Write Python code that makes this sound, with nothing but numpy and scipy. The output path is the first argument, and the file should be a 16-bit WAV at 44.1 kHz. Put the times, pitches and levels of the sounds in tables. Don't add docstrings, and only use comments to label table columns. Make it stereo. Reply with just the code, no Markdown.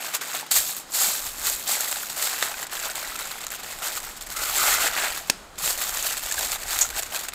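import sys
import numpy as np
from scipy import signal
from scipy.fft import rfft, irfft
from scipy.io import wavfile
from scipy.ndimage import uniform_filter1d

SR = 44100
rng = np.random.default_rng(int(sys.argv[2]) if len(sys.argv) > 2 else 0)


def volts_from_decibels(level):
    exponent = np.asarray(level, float) / 20
    return 10 ** exponent


def generate_wav(sig):
    pcm = np.round(np.clip(np.atleast_2d(sig).T, -1, 1) * 32767).astype(np.int16)
    wavfile.write(sys.argv[1], SR, pcm)


N = 323694

# (frequency [Hz], level [dB])
FOREST_SPECTRUM = [(60, -21), (150, 0.5), (400, -1), (1400, -0.5), (3000, -18), (7000, -34), (12000, -34),
                   (16000, -26)]
# (time [s], level [dB])
WIND_LEVEL = [
    [(0.0, -83.5), (0.452, -94.5), (0.5, -67)],
    [(0.51, -65), (0.58, -47), (0.76, -70), (1.37, -46.5), (1.76, -63.5), (4.77, -48), (4.98, -54.5),
     (6.94, -46), (7.17, -58), (7.34, -47)],
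]
# (frequency [Hz], level [dB])
WIND_SPECTRUM = [(12, -52.5), (20, 5), (47, -4.5), (130, -17.5), (170, -48), (290, -120)]
# (time [s], peak level [dB], frequency [Hz])
PALM_THUDS = [
    (1.071, -44.5, 203),
    (1.721, -48, 220.3),
    (3.832, -57, 132),
    (5.628, -43, 157.8),
]
# (time [s], level [dB], decay T60 [s])
SLAP_BLOW = [
    (5.2985, -10.5, 0.042),
]
# (frequency [Hz], level [dB])
SLAP_SPECTRUM = [(100, -11), (400, -8), (2400, -11), (7500, -4), (11000, -15), (16000, -12)]
# (frequency [Hz], level [dB])
RATTLE_MODES = [(830, -19), (1370, -9), (1690, -9), (2200, -16), (2540, 0), (3400, -3), (4480, 0),
                (5030, 3), (5620, -1), (6330, -3), (6960, -8), (8450, -3), (10070, -11), (13300, -10)]
# (frequency [Hz], level [dB])
SHEET_SPECTRUM = [(1500, -47), (2600, -14.5), (4200, -3.5), (5800, -6), (6400, -1.5), (7600, -0.5),
                  (8500, -1.5), (9100, -6), (13100, -4), (15500, -7.5)]
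# (frequency [Hz], level [dB])
PACKET_SPECTRUM = [(150, -25), (300, -13.5), (640, -6.5), (820, -5), (950, -7.5), (1360, -3), (2200, -4),
                   (3200, -7), (5000, -14), (9000, -55.5)]
# (peak time [s], crackle level [dB], rise [s], fall [s])
HAND_GRIPS = [(0.025, -36, 0.17, 0.013), (0.06, -31.5, 0.11, 0.14), (0.152, -20.5, 0.028, 0.026),
              (0.214, -31, 0.0081, 0.092), (0.286, -35.5, 0.13, 0.013), (0.299, -32.5, 0.025, 0.1),
              (0.352, -28.0, 0.057, 0.1), (0.405, -33, 0.035, 0.025), (0.464, -41, 0.0082, 0.036),
              (0.511, -19.5, 0.0033, 0.13), (0.563, -16, 0.036, 0.09), (0.693, -28, 0.181, 0.13),
              (0.769, -31.5, 0.016, 0.074), (0.949, -23.5, 0.036, 0.25), (1.018, -20.5, 0.093, 0.31),
              (1.17, -33.5, 0.082, 0.059), (1.245, -34, 0.003, 0.066), (1.267, -31, 0.023, 0.09),
              (1.4, -34, 0.099, 0.065), (1.472, -21.5, 0.076, 0.11), (1.529, -27, 0.021, 0.087),
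              (1.583, -34.5, 0.004, 0.53), (1.678, -25, 0.018, 0.037), (1.694, -23.5, 0.028, 0.13),
              (1.715, -23.5, 0.017, 0.021), (1.735, -24.0, 0.059, 0.053), (1.759, -27.5, 0.029, 0.051),
              (1.809, -29, 0.042, 0.029), (1.85, -27, 0.15, 0.029), (1.888, -27, 0.066, 0.056),
              (1.917, -27, 0.015, 0.056), (1.95, -30.5, 0.022, 0.37), (2.031, -34, 0.028, 0.016),
              (2.1, -29.5, 0.014, 0.025), (2.124, -35, 0.033, 0.035), (2.178, -29, 0.047, 0.28),
              (2.228, -21.5, 0.022, 0.022), (2.243, -27.5, 0.023, 0.069), (2.275, -25, 0.104, 0.016),
              (2.298, -28, 0.033, 0.031), (2.317, -28.5, 0.028, 0.022), (2.334, -30, 0.036, 0.19),
              (2.39, -30.5, 0.026, 0.19), (2.427, -28, 0.024, 0.19), (2.515, -37, 0.017, 0.03),
              (2.575, -36.5, 0.015, 0.1), (2.6, -43, 0.233, 0.01), (2.634, -30.5, 0.078, 0.026),
              (2.671, -39, 0.007, 0.015), (2.728, -31, 0.035, 0.364), (2.825, -32.5, 0.0074, 0.057),
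                  (2.856, -29, 0.055, 0.05), (2.911, -33.5, 0.11, 0.037), (2.956, -31.5, 0.015, 0.28),
                  (3.022, -37, 0.01, 0.053), (3.074, -37.0, 0.038, 0.41), (3.158, -31.0, 0.017, 0.015),
                  (3.193, -31.5, 0.017, 0.15), (3.272, -37, 0.052, 0.053), (3.314, -32.0, 0.017, 0.023),
                  (3.39, -39.5, 0.594, 0.023), (3.413, -34.5, 0.02, 0.039), (3.437, -34.0, 0.017, 0.029),
                  (3.468, -39, 0.004, 0.02), (3.52, -31.5, 0.021, 0.054), (3.555, -32.5, 0.037, 0.027),
                  (3.602, -38, 0.048, 0.031), (3.634, -36.5, 0.0091, 0.09), (3.722, -34.5, 0.158, 0.082),
                  (3.79, -38, 0.063, 0.072), (3.824, -30.5, 0.0066, 0.2), (3.871, -27.5, 0.075, 0.077),
                  (3.93, -32, 0.027, 0.046), (3.975, -28, 0.059, 0.03), (4.004, -40, 0.011, 0.015),
                  (4.043, -35.0, 0.069, 0.22), (4.173, -37.5, 0.013, 0.028), (4.21, -34, 0.004, 0.063),
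                  (4.269, -35, 0.0088, 0.015), (4.325, -32.5, 0.05, 0.044), (4.367, -29, 0.0053, 0.065),
                  (4.437, -26.0, 0.11, 0.025), (4.457, -28.5, 0.027, 0.043), (4.498, -27, 0.079, 0.023),
                  (4.513, -30.5, 0.017, 0.012), (4.578, -22.5, 0.14, 0.041), (4.606, -23.5, 0.036, 0.049),
                  (4.631, -23, 0.044, 0.066), (4.682, -21.5, 0.16, 0.14), (4.745, -21.0, 0.24, 0.05),
                  (4.784, -28, 0.02, 0.007), (4.813, -24.5, 0.047, 0.17), (4.877, -23.5, 0.22, 0.027),
                  (4.935, -32.5, 0.038, 0.04), (4.98, -27, 0.095, 0.17),
              (5.021, -30, 0.032, 0.018), (5.038, -28, 0.032, 0.26), (5.175, -31, 0.086, 0.048),
                   (5.273, -39, 0.004, 0.095), (5.31, -48, 0.0043, 0.52), (5.582, -34, 0.006, 0.5),
                   (5.64, -25, 0.043, 0.18), (5.707, -23.0, 0.091, 0.025), (5.729, -27, 0.015, 0.027),
                   (5.789, -30, 0.037, 0.076), (5.82, -24.5, 0.024, 0.072), (5.893, -28.5, 0.14, 0.068),
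                   (5.947, -27, 0.035, 0.063), (5.971, -29.5, 0.0091, 0.051), (6.01, -30, 0.093, 0.011),
                   (6.048, -27.5, 0.103, 0.038), (6.067, -23, 0.034, 0.07), (6.104, -26.5, 0.018, 0.042),
                   (6.126, -29, 0.027, 0.075), (6.177, -28.5, 0.028, 0.059), (6.237, -28.5, 0.032, 0.016),
                   (6.262, -31, 0.067, 0.09), (6.29, -31.5, 0.027, 0.037), (6.324, -26.5, 0.026, 0.02),
                   (6.342, -32.0, 0.01, 0.072), (6.395, -26, 0.059, 0.018), (6.408, -31.5, 0.007, 0.12),
                   (6.448, -27, 0.14, 0.097), (6.534, -26.5, 0.088, 0.029), (6.558, -29, 0.05, 0.016),
                   (6.636, -34, 0.14, 0.015), (6.724, -26, 0.11, 0.12), (6.75, -30.5, 0.034, 0.18),
                   (6.816, -24, 0.078, 0.046), (6.855, -32.5, 0.01, 0.049), (6.905, -31.5, 0.008, 0.017),
                   (6.994, -24.5, 0.076, 0.027), (7.025, -31, 0.005, 0.04), (7.063, -37, 0.029, 0.044),
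                   (7.164, -27.5, 0.083, 0.037), (7.196, -32, 0.034, 0.093), (7.238, -32, 0.011, 0.053),
                   (7.285, -30, 0.0035, 0.022), (7.335, -34.5, 0.0085, 0.022)]
# (time [s], knock relative to crackle [dB])
HAND_WEIGHT = [(0, -1.5), (.49, -3.5), (.52, -10), (.85, -9.5), (1.3, -7.5), (2.25, -6), (2.32, -3),
               (3.6, -2.5), (4.3, -6), (4.65, -3.5), (5.05, 2), (5.25, -5), (5.6, -6.5), (6.3, -4),
               (6.8, -4), (7.34, -4)]
# (time [s], peak level [dB], knock relative to ring [dB], brightest tone
# [Hz])
CREASE_SNAPS = [(0.1493, -5.5, -35, 7514), (0.2104, -25, -6, 3460), (0.402, -19.5, -13, 3310),
                (0.5195, -4, -28, 7820), (0.9383, -18, -26, 7050), (1.242, -20, -26, 8100),
                (1.2662, -15, -19, 6852), (1.4988, -10, -20.5, 7900), (1.8074, -7, -28, 7784),
                (1.914, -7.5, -22, 8700), (2.0322, -21, -6, 7600), (2.0691, -17.5, -18, 7220),
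                (2.4258, -8.5, -0.5, 2020), (2.5404, -29, -9, 8070), (2.599, -14.5, -18, 6870),
                (2.6682, -18, -21, 7244), (2.725, -24.5, -9, 7250), (2.7996, -17, -22, 7780),
                (2.9554, -11, -31, 7500), (3.0318, -17, -14, 4300), (3.0452, -29, -7, 2922),
                (3.157, -19, -8, 7910), (3.1904, -28, -3, 7514), (3.255, -19, -11, 7470),
                (3.314, -25, -16, 8300), (3.434, -27, -16, 7800), (3.467, -13, -14.5, 6700),
                (3.8217, -25, -3, 8100), (3.968, -18, -25, 7010), (4.2087, -31, -24, 7650),
                (4.2237, -23, -23.5, 7662), (4.3022, -21, -10, 7030), (4.373, -18, -15, 7145),
                   (4.4366, -17, -7, 4462), (4.5573, -12, -19.5, 8050), (4.9773, -21, 4.5, 7610),
                   (5.5565, -35, -6.5, 4800), (5.7056, -12, -21, 8124), (5.7294, -19, -25, 7990),
                   (5.8932, -12, -8, 7541), (5.972, -12.5, -17.5, 7293), (5.992, -17, -10, 2970),
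                   (6.0263, -12, -21, 6900), (6.123, -16, -16.5, 7264), (6.1774, -14, -19, 4070),
                   (6.2622, -17, -31, 7440), (6.3228, -11.5, -16.5, 7770), (6.3912, -15, -16.5, 7150),
                   (6.429, -13, -12, 4630), (6.5188, -8, -18.5, 6900), (6.559, -18, -14, 7820),
                   (6.789, -3, -33, 6500), (6.8505, -24.5, -4.5, 4330), (6.8899, -18, -23, 7704),
                   (6.9643, -18, -1.5, 7436), (7.0235, -20, -16, 7384), (7.1468, -15, -11, 7220),
                   (7.1935, -18, -25, 7300), (7.2855, -17, -12, 8060), (7.3218, -32, -2, 3950),
                (0.4643, -27, -11, 2710), (1.9264, -17, -4, 8330), (2.2243, -13, -16, 7100),
                 (2.6968, -26, -6, 7250), (3.3837, -23, -17, 3560), (3.4474, -20, -15, 7350),
                 (3.482, -22, -10, 7620), (3.4894, -24, -17, 5370), (3.504, -18, -12, 7510),
                 (3.5394, -25, -13, 2780), (3.599, -32, -15, 8080), (3.6326, -24, -15, 7470),
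                 (3.7494, -26, -15, 6840), (4.0023, -22, -20, 8580), (4.1664, -26, -18, 7130),
                 (4.2647, -27, -17, 8270), (4.2892, -29, -15, 7430), (4.3135, -26, -18, 7790),
                 (4.3635, -19, -13, 7170), (4.583, -9, -19, 7960), (5.1552, -26, -13, 8270),
                 (5.6604, -8, -15, 7930), (5.677, -11, -10, 7850), (5.7763, -13.5, -22, 8230),
                 (5.816, -11.5, -10, 7040), (5.9155, -20, -15, 7530), (6.1314, -17, -15, 7440),
                 (6.1699, -15, -15, 4150), (6.3126, -13, -18, 7210), (6.343, -16, -18, 7420),
                 (6.6807, -23, -15, 7800), (6.7075, -18, -11, 4390), (6.9027, -14, -22, 7600),
                 (6.927, -28, -10, 3130), (7.0324, -17, -17, 7370), (7.1077, -27, -13, 8050),
                 (7.1234, -19, -9, 3080), (7.1616, -11.5, -22, 2560)]
# (start [s], length [s], level [dB], first tone [Hz], last tone [Hz])
AIR_SQUEEZES = [
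    (4.353, 0.14, -39, 1307, 1370),
    (4.586, 0.26, -33.5, 1306, 1420),
    (4.976, 0.12, -41, 1680, 1420),
]
# (level [dB], decay T60 [s], frequency [Hz], bandwidth [Hz])
FOLD_SHIVER = (-16, .13, 6900, 1500)
# (time [s], peak level [dB], frequency [Hz])
DENT_POPS = [(0.429, -21, 851.5), (2.512, -23, 806.4), (2.541, -19, 1523), (2.726, -23, 1140),
             (2.835, -20, 1430), (2.892, -18, 1470), (2.541, -17, 2500), (2.905, -24, 2070),
             (3.046, -17, 1930), (3.12, -21, 1310), (3.154, -20, 1319), (6.38, -17, 1630),
             (6.558, -22, 852.7), (6.849, -19.5, 1390), (6.97, -17, 1523), (7.145, -17, 1630),
             (1.4665, -24, 3620), (1.6735, -23, 3730), (1.875, -18, 1950), (1.9134, -25, 1580),
                 (2.033, -20, 1430), (2.1639, -27, 1560), (2.2227, -20, 3000),
             (3.1893, -26, 1740), (3.2123, -25, 1410), (3.4677, -23, 1360), (3.5191, -23, 1680),
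                  (3.538, -27, 1440), (3.8222, -18, 1340), (3.8688, -18, 1560), (4.3148, -21, 1510),
             (5.6462, -15, 3800), (5.6677, -17, 3860), (5.7909, -24.5, 3890), (6.0658, -14, 1700),
                   (6.1012, -20, 2970), (6.169, -26, 4180), (6.314, -17, 1740), (6.3801, -17, 1650),
                   (6.4095, -16, 3820), (6.4284, -17, 2450), (6.5172, -17, 4410), (6.5587, -18, 3780),
                   (6.7064, -15, 4500), (6.8487, -13, 1390), (6.9268, -22, 1580), (6.948, -21, 1760),
                   (7.1234, -22, 3070), (7.1454, -22, 1550), (7.1608, -17, 2560), (7.283, -29, 1480)]
# (frequency [Hz], threshold [standard deviations])
PARTING_THRESHOLD = [(100, -.5), (900, 0), (2500, .9), (8000, 1.7), (16000, 1.)]

MEAN_DB, KNOCK_SHARE = -35, 0.86


def evened(x):
    return x / np.sqrt(np.mean(x ** 2, axis=-1, keepdims=True) + 1e-20)


def placed(s, sound):
    return np.pad(sound, (round(s * SR), N))[:N]


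def curve(rows, column):
    rows = np.vstack(rows)
    return np.interp(np.arange(N) / SR, rows[:, 0], rows[:, column])


def colour(x, points, size=4096):
    f, db = np.transpose(points)
    hz = abs(np.fft.fftfreq(size, 1 / SR))
    log_gain = np.log(volts_from_decibels(np.interp(np.log(hz + 1), np.log(f + 1), db)))
    taps = np.fft.ifft(np.exp(np.conj(signal.hilbert(log_gain)))).real
    return signal.oaconvolve(x, taps / np.linalg.norm(taps))[:len(x)]


def slow(hz):
    return evened(signal.lfilter(*signal.butter(2, hz, fs=SR), rng.standard_normal(N)))


def resonate(x, hz, width):
    turn = np.exp(2j * np.pi * np.cumsum(hz) / SR)
    r = np.exp(-np.pi * width / SR)
    return 2 * (turn * signal.lfilter([1 - r], [1, -r], x / turn)).real


def rings(t60, hz, bump_db, uneven_db, tail_db, tail_t60, snap, size=2048):
    t, f = np.arange(size) / SR, np.fft.rfftfreq(size, 1 / SR)
    noise, lumps = rng.standard_normal((len(t60), 2, size)).transpose(1, 0, 2)
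    lumps = evened(uniform_filter1d(uniform_filter1d(lumps, size=14), size=14))[:, :len(f)]
    bump = bump_db * np.exp(-(np.log2((f + 1) / hz[:, None]) / 0.2) ** 2)
    noise = evened(irfft(rfft(noise) * volts_from_decibels(uneven_db * lumps + bump)))
    onset = 1 + snap * volts_from_decibels(-60 * t / 0.0008)
    decay = volts_from_decibels(-60 * t / t60[:, None])
    tail = volts_from_decibels(tail_db - 60 * t / tail_t60)
    return .5 * noise * (onset * decay + tail)


def forest():
    return volts_from_decibels(-49.5 + 1.2 * slow(7.8)) * colour(rng.standard_normal(N), FOREST_SPECTRUM)


def wind():
    rumble = colour(rng.standard_normal(N), WIND_SPECTRUM, size=16384)
    return volts_from_decibels(curve(WIND_LEVEL, column=1) + 2.5 * slow(23.0)) * rumble


def trees(x):
    hz, t, z = signal.stft(rng.standard_normal(SR // 2), SR, nperseg=256)
    t60 = .33 - 0.014 * hz[:, None] / 1000
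    tail = signal.istft(z * volts_from_decibels(-60 * t / t60), SR, nperseg=256)[1]
    return signal.oaconvolve(x, tail / np.linalg.norm(tail))[:N]


def thuds():
    lead_s = .03
    t = np.arange(4096) / SR - lead_s
    swell = np.exp(-((t - .012) / 0.01447) ** 2)
    return sum(placed(s - lead_s, volts_from_decibels(db) * np.sin(2 * np.pi * hz * t) * swell) for s, db, hz in PALM_THUDS)


def slap():
    s, blow_db, t60 = SLAP_BLOW[0]
    t = np.arange(8192) / SR
    closing = t < .0028
    shape = .6 * closing + .3 * (t < .0072) + volts_from_decibels(-17 - 60 * t / t60)
    noise = colour(shape * rng.standard_normal(len(t)), SLAP_SPECTRUM)
    rattle = -sum(volts_from_decibels(db) * np.sin(2 * np.pi * hz * t) for hz, db in RATTLE_MODES) * closing
    u = (t - .00015) / .00008
    push = (2 * u ** 2 - 1) * np.exp(-u ** 2)
    blow = volts_from_decibels(-2.0) * noise + volts_from_decibels(-6.5) * rattle + push
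    band = signal.butter(2, [130, 14000], "band", fs=SR)
    return placed(s, volts_from_decibels(blow_db) * signal.lfilter(*band, blow))


def air(rub):
    first, last = round(4.2 * SR), round(5.3 * SR)
    t, rub, out = np.arange(first, last) / SR, rub[first:last], 0
    width, rise_s, fall_s = 330, 0.012, 0.01464
    second = .45 * evened(resonate(rub, 2000 + 0 * t, 110))
    for s, length, db, from_hz, to_hz in AIR_SQUEEZES:
        hz = np.interp(t, [s, s + length], [from_hz, to_hz])
        edge = np.minimum((t - s) / rise_s, 0) + np.minimum((s + length - t) / fall_s, 0)
        hollow = evened(resonate(resonate(rub, hz, width), hz, width))
        out = out + volts_from_decibels(db + 20 * edge) * (hollow + second)
    return placed(first / SR, out)


def shiver():
    db, t60, hz, width = FOLD_SHIVER
    start_s, hold_s, rise_s = 6.8105, .009, 0.0012
    t = np.arange(8192) / SR
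    tone = hz + 0 * t
    ring = evened(resonate(resonate(rng.standard_normal(len(t)), tone, width), tone, width))
    decay = volts_from_decibels(db - 60 * np.maximum(t - hold_s, 0) / t60)
    return placed(start_s, decay * np.minimum(t / rise_s, 1) * ring)


def popping():
    t = np.arange(2048) / SR
    t60, rise = 0.028, np.minimum(t / 0.001082, 1)
    out = 0
    for s, db, hz in DENT_POPS:
        decay = volts_from_decibels(db - 6.0 - 60 * t / t60 * np.sqrt(hz / 1400))
        out = out + placed(s, decay * rise * np.sin(2 * np.pi * hz * t))
    return out


def dents():
    per_s, cycles = 300, 12
    size = volts_from_decibels(3. * np.minimum(rng.exponential(1, N), 3)) * (rng.random(N) < per_s / SR)
    walls_hz = np.geomspace(600, 3000, num=16)
    wall = rng.integers(0, len(walls_hz), N)
    out = 0
    for k, hz in enumerate(walls_hz):
        r, turn = volts_from_decibels(-60 * hz / cycles / SR), 2 * np.pi * hz / SR
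        poles = [1, -2 * r * np.cos(turn), r ** 2]
        out = out + signal.lfilter([np.sin(turn) * np.sqrt(hz)], poles, size * (wall == k))
    return evened(out)


def hands():
    t = np.arange(0, N, 32) / SR
    grips = HAND_GRIPS
    s, db, rise, fall = np.transpose(grips)[:, :, None]
    drop_db = 20 * np.maximum((s - t) / rise, (t - s) / fall)
    power = (volts_from_decibels(db - drop_db) ** 2).sum(axis=0) + volts_from_decibels(-80) ** 2
    return np.interp(np.arange(N) / SR, t, 10 * np.log10(power))


def buckles(hands_db):
    starts = (rng.random(N) < 40. / SR) * rng.exponential(1, N)
    avalanche = signal.lfilter([1], [1, -np.exp(-1 / (0.016 * SR))], starts)
    rate = 2500 * (0.8 + 0.6 * avalanche) * volts_from_decibels(np.clip(.8 * (hands_db + 32), 0, 10))
    coarse_db = np.clip(4.3 - .27 * abs(hands_db + 34), 1.2, 5)
    size = volts_from_decibels(coarse_db * np.minimum(rng.exponential(1, N), 4)) * (rng.random(N) < rate / SR)
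    patch_hz = np.geomspace(600, 15000, num=40)
    patch_t60 = .008 * rng.uniform(.4, 2, len(patch_hz))
    shapes = rings(patch_t60, patch_hz, bump_db=11., uneven_db=3., tail_db=-17, tail_t60=.05, snap=.8)
    patch = rng.integers(0, len(shapes), N)
    crackle = sum(signal.oaconvolve(size * (patch == k), shape)[:N] for k, shape in enumerate(shapes))
    level = np.sqrt(uniform_filter1d(uniform_filter1d(crackle ** 2, size=650), size=650) + 1e-12)
    still = np.clip((-41 - hands_db) / 5, 0, 1)
    settling = evened(signal.lfilter(*signal.butter(1, 5000, fs=SR), rng.standard_normal(N)))
    return np.sqrt(1 - still) * crackle / level + np.sqrt(still) * settling


def creases(hands_db):
    where, tone, size = rng.random((110, 3)).T
    at_hand = hands_db[(where * (N - 1)).astype(int)]
    stray_db = MEAN_DB + 0.7 * (at_hand - MEAN_DB) + 8 * (.5 + size)
    strays = [where * (N - 1) / SR, stray_db, -4 - 13.5 * tone, 2900 * 5 ** tone]
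    marked = np.transpose(CREASE_SNAPS)
    s, peak_db, knock_db, hz = np.hstack([marked, strays])
    base_t60 = np.where(np.arange(len(s)) < marked.shape[1], .011, .010)
    t60 = base_t60 * 2 ** rng.uniform(-0.47, 0.52, len(s))
    shapes = rings(t60, hz, bump_db=9, uneven_db=2.5, tail_db=-22, tail_t60=.06, snap=1.2)
    shapes = shapes / abs(shapes).max(axis=1, keepdims=True)
    ring, knock = np.zeros((2, N + 4096))
    for at, db, rel_db, shape in zip(np.round(s * SR).astype(int), peak_db, knock_db, shapes):
        ring[at:at + len(shape)] += volts_from_decibels(db - 1.5) * shape
        knock[at:at + len(shape)] += volts_from_decibels(db + rel_db + 7.5) * shape
    return ring[:N], knock[:N]


def muffled(ring):
    low = signal.filtfilt(*signal.butter(2, 9400, fs=SR), ring)
    top_db = -0.28 * (curve(HAND_WEIGHT, column=1) + 7)
    return low + volts_from_decibels(top_db) * (ring - low)


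def foil():
    hands_db = hands()
    crackle = buckles(hands_db)
    rub = evened(crackle + 0.72 * rng.standard_normal(N))
    ring, knock = creases(hands_db)
    ring = ring + crackle * volts_from_decibels(hands_db + 0.56)
    knock_db = MEAN_DB + KNOCK_SHARE * (hands_db - MEAN_DB) + curve(HAND_WEIGHT, column=1) - 3.0
    knock = knock + (rub + volts_from_decibels(-9) * dents()) * volts_from_decibels(knock_db)
    knock = colour(knock, PACKET_SPECTRUM)
    modes = resonate(knock, np.full(N, 800), 180.0) + resonate(knock, np.full(N, 1450), 58.0)
    sheet = muffled(colour(ring, SHEET_SPECTRUM))
    return sheet + knock + 0.11 * modes + air(rub) + shiver() + popping()


def scene():
    near = foil() + slap()
    echo = volts_from_decibels(-20) * trees(near)
    mid = near + echo + thuds() + forest() + wind()
    return np.array([mid, mid])


def parted(mid):
    hz, _, z = signal.stft(mid, SR, nperseg=1024)
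    chance = rng.standard_normal(z.shape[::-1]).T
    patches = uniform_filter1d(uniform_filter1d(chance, size=2), size=24, axis=0)
    chance = evened(patches + 0.24 * chance[0])
    f, threshold = np.transpose(PARTING_THRESHOLD)
    open_patch = chance > np.interp(hz, f, threshold)[:, None]
    phase = np.exp(2j * np.pi * rng.random(z.shape[::-1]).T)
    return signal.istft(z * open_patch * phase, SR, nperseg=1024)[1][:N]


def band_limit(x):
    return signal.sosfilt(signal.butter(12, 16470, fs=SR, output="sos"), x)


def record(dry):
    stereo = dry + volts_from_decibels(-13.5) * parted(dry[0]) * np.array([[1], [-1]])
    notched = signal.lfilter(*signal.iirnotch(5940, 45., fs=SR), stereo)
    low_pass = signal.firwin(255, 15600, window=("kaiser", 9), fs=SR)
    limited = signal.oaconvolve(notched, low_pass[None], "same")
    finished = np.clip(limited, -.97, .97)
    return band_limit(finished)


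dry = scene()
out = record(dry)
generate_wav(out)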